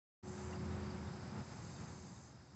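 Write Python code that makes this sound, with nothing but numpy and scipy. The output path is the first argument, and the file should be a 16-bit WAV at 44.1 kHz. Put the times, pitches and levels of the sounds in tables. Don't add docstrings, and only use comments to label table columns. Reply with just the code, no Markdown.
import sys
import numpy as np
from scipy import signal
from scipy.fft import rfft, irfft
from scipy.io import wavfile

SR = 44100
rng = np.random.default_rng(int(sys.argv[2]) if len(sys.argv) > 2 else 0)


def dump_mix(stems):
    frames = np.atleast_2d(stems).T
    limited = np.clip(frames, -1, 1)
    pcm = np.round(limited * 32767).astype(np.int16)
    wavfile.write(sys.argv[1], SR, pcm)


N = 112454


def undb(db):
    return 10 ** (np.asarray(db) / 20)


def clock():
    return np.arange(N) / SR


def curve(rows, column=1):
    rows = np.array(rows, float)
    return np.interp(clock(), rows[:, 0], rows[:, column])


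def shaped(gain):
    hz = np.arange(N // 2 + 1) * SR / N + 1
    noise = irfft(rfft(rng.standard_normal(N)) * gain(hz), N)
    return noise / noise.std()


def coloured(points):
    hz, db = np.array(points, float).T
    return shaped(lambda f: undb(np.interp(np.log(f), np.log(hz), db)) * np.minimum(f / hz[0], 1))


def ringing(hz, width_hz):
    return shaped(lambda f: 1 / (1 + ((f - hz) / width_hz * 2) ** 2 / 2))


def wander(rate_hz):
    return shaped(lambda f: 1 / (1 + (f / rate_hz) ** 4))


def turns(hz):
    return np.cumsum(hz * np.ones(N)) / SR


def throb(rate_hz, depth):
    strokes = turns(rate_hz * (1 + 0.0066 * wander(6)))
    return (1 + depth * np.cos(2 * np.pi * strokes)) / np.sqrt(1 + depth ** 2 / 2)


def blip(at, hz, glide_hz_per_s, sigma_s):
    t = clock() - at
    cycles = hz * t + glide_hz_per_s * t * t / 2 + rng.random()
    return np.sqrt(2) * np.exp(-(t / sigma_s) ** 2 / 2) * np.sin(2 * np.pi * cycles)


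def breeze():
    # t/s, rumble level/dB, rush level/dB before its lift
    gusts = [(.3, -49.5, -59.5), (.42, -51.5, -56.5), (.6, -46, -56.5), (.68, -46.5, -56),
             (.84, -48, -55.5), (.98, -47.5, -56.5), (1.13, -50, -57.5), (1.19, -47.5, -59),
             (1.26, -50, -56), (1.3, -51, -58), (1.41, -42.5, -55.5), (1.45, -58, -60.5),
             (1.53, -49, -57.5), (1.75, -53, -61), (1.82, -47, -58), (1.89, -52, -59), (2.0, -54, -63.5),
             (2.11, -52, -63.5), (2.19, -57.5, -65), (2.55, -61.5, -69.5)]
    # f/Hz, relative level/dB
    rumble_spectrum = [(15, -32.5), (25, -33), (42, -21), (58, -14.5), (76, -0.5), (115, 1.5), (165, 0),
                       (250, -7), (330, -12), (480, -27.5), (900, -52)]
    rush_spectrum = [(150, -5.5), (320, -4.5), (500, 0), (660, -2), (850, 0.5), (1100, -3), (1500, -5.5),
                     (2100, -10), (3100, -18), (5000, -27), (8000, -30)]
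    rush_lift_db = 1.51
    rumble = coloured(rumble_spectrum) * undb(curve(gusts, column=1) + .5 * wander(23))
    rush = coloured(rush_spectrum) * undb(curve(gusts, column=2) + .41 * wander(15) + rush_lift_db)
    return rumble + rush


def machine_hum():
    # f/Hz, relative level/dB, pitch waver/fraction, group (1 low, 2 upper)
    partials = [(84.45, -0.5, 0.0078, 1), (204.2, 0, .002, 1), (368, 0.5, 0.00038, 2),
                (550.4, -16.5, .003, 2), (839, -17, .008, 2)]
    # t/s, low group level/dB, upper group level/dB
    levels = [(.3, -53.5, -55.5), (.55, -54.5, -55.5), (.68, -49, -56.5), (.85, -49.5, -55.5),
              (.98, -55, -57), (1.12, -56, -62), (1.38, -54, -62), (1.53, -64.5, -71.5), (1.8, -65, -69),
              (2.02, -67.5, -64), (2.25, -74.5, -81), (2.55, -77, -75.5)]
    tones = 0
    for hz, db, waver, group in partials:
        gain = undb(db + curve(levels, column=group) + .5 * wander(1.4))
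        cycles = turns(hz * (1 + waver * wander(5.46))) + rng.random()
        tones += gain * np.sin(2 * np.pi * cycles)
    return np.sqrt(2) * tones


def insect_rasp():
    # t/s, level/dB
    levels = [(.3, -78), (.9, -74.5), (1.3, -72), (1.9, -75), (2.3, -76), (2.55, -79)]
    return ringing(5046, width_hz=260) * throb(rate_hz=62.4, depth=.54) * undb(curve(levels))


def far_chorus():
    # f/Hz, relative level/dB
    spectrum = [(2500, -25.5), (3350, -14.5), (3750, -2.5), (4100, -4.5), (4500, 0.5), (5000, -0.5),
                (5550, -4), (6100, -1.5), (6800, -4), (7400, -8.5), (8200, -10.5)]
    # t/s, level/dB
    levels = [(.3, -65), (1.0, -65.5), (1.8, -64), (2.15, -69), (2.35, -73.5), (2.55, -71)]
    return coloured(spectrum) * undb(curve(levels) + .88 * wander(25))


def insect_buzz():
    # start/s, end/s, attack/s, release/s, scrape level/dB, stroke rate/Hz, ring level/dB
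    bouts = [(0.214, 0.588, .07, 0.066, -62, 84, -77), (1.3, 2.367, 0.33, 0.11, -66, 86, -71.5)]
    # f/Hz, relative level/dB
    spectrum = [(4800, -33.5), (5700, -6), (6200, 3), (6500, 1.5), (6800, -5), (7250, 5.5), (7700, -4),
                (8300, -5)]
    t, buzz = clock(), 0
    for start, end, attack, release, scrape_db, rate_hz, ring_db in bouts:
        gate = np.clip((t - start) / attack, 0, 1) * np.clip((end - t) / release, 0, 1)
        scrape = undb(scrape_db) * coloured(spectrum) * throb(rate_hz, depth=.3)
        ring = undb(ring_db) * ringing(6460, width_hz=250) * throb(rate_hz / 2, depth=.5)
        buzz += gate * (scrape + ring)
    return buzz


def insect_trill():
    # t/s, stroke rate/Hz
    rates = [(0, 27.35), (.9, 27.3), (1.4, 27.7), (2.1, 27.6), (2.55, 27.4)]
    # t/s, level/dB
    levels = [(.3, -74.5), (.45, -75), (.65, -75), (1.3, -75.5), (1.75, -71), (2.15, -77), (2.4, -83),
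              (2.55, -84)]
    crest_s, crest_hz = .286, 7590
    lag_cycles, width_cycles = .071, .24
    count = turns(curve(rates))
    count -= np.interp(crest_s, clock(), count)
    from_crest = (count + .027 * wander(7.2) + .5) % 1 - .5
    hz = crest_hz - 4230 * from_crest ** 2 + 54.5 * wander(20) + 90 * wander(400)
    envelope = np.exp(-((from_crest - lag_cycles) / width_cycles) ** 2 / 2)
    roughness = 1 + .17 * wander(250)
    tone = envelope * roughness * np.sin(2 * np.pi * turns(hz))
    return tone / tone.std() * undb(curve(levels) + .9 * wander(8.1))


def chirps(rows, hz, fall_hz_per_s, sigma_s, grain=.6):
    notes = 0
    for at, db in rows:
        pitch = hz * (1 + .012 * rng.standard_normal())
        glide = -fall_hz_per_s * rng.uniform(.39, 1.2)
        notes += undb(db) * blip(at, pitch, glide, sigma_s)
    return notes * (1 + grain * wander(300)) / np.hypot(1, grain)


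def chirping_insects():
    # t/s, level/dB
    high_notes = [(.468, -66), (.513, -68), (.56, -65), (.82, -69), (.868, -64.5), (.908, -62),
                  (1.21, -62.5), (1.25, -75), (1.296, -65.5), (1.706, -70), (1.752, -67), (2.091, -65)]
    low_notes = [(.376, -73), (.732, -71), (1.056, -72), (1.078, -73), (1.72, -75), (1.772, -73),
                 (2.07, -79), (2.17, -77)]
    high = chirps(high_notes, hz=4714, fall_hz_per_s=22000, sigma_s=.006)
    low = chirps(low_notes, hz=3710, fall_hz_per_s=11000, sigma_s=.015)
    return high + low


def squeak():
    # t/s, f/Hz, level/dB
    notes = [(.528, 1950, -52.5), (0.5352, 2790, -55)]
    return sum(undb(db) * blip(at, hz, glide_hz_per_s=30000, sigma_s=.0017) for at, hz, db in notes)


def scene():
    garden = chirping_insects() + breeze() + machine_hum() + insect_trill() + insect_buzz()
    return (garden + insect_rasp() + far_chorus() + squeak())[None, :]


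def record(dry):
    start_s, swell_s, swell_from_db, top_hz = .2264, .05, -6, 7900
    since = clock() - start_s
    gate = np.clip(since / .009, 0, 1)
    swell = undb(swell_from_db * np.clip(1 - since / swell_s, 0, 1))
    lowpass = signal.cheby1(12, .3, top_hz, fs=SR, output="sos")
    return signal.sosfilt(lowpass, dry * gate * swell)


dry = scene()
out = record(dry)
dump_mix(out)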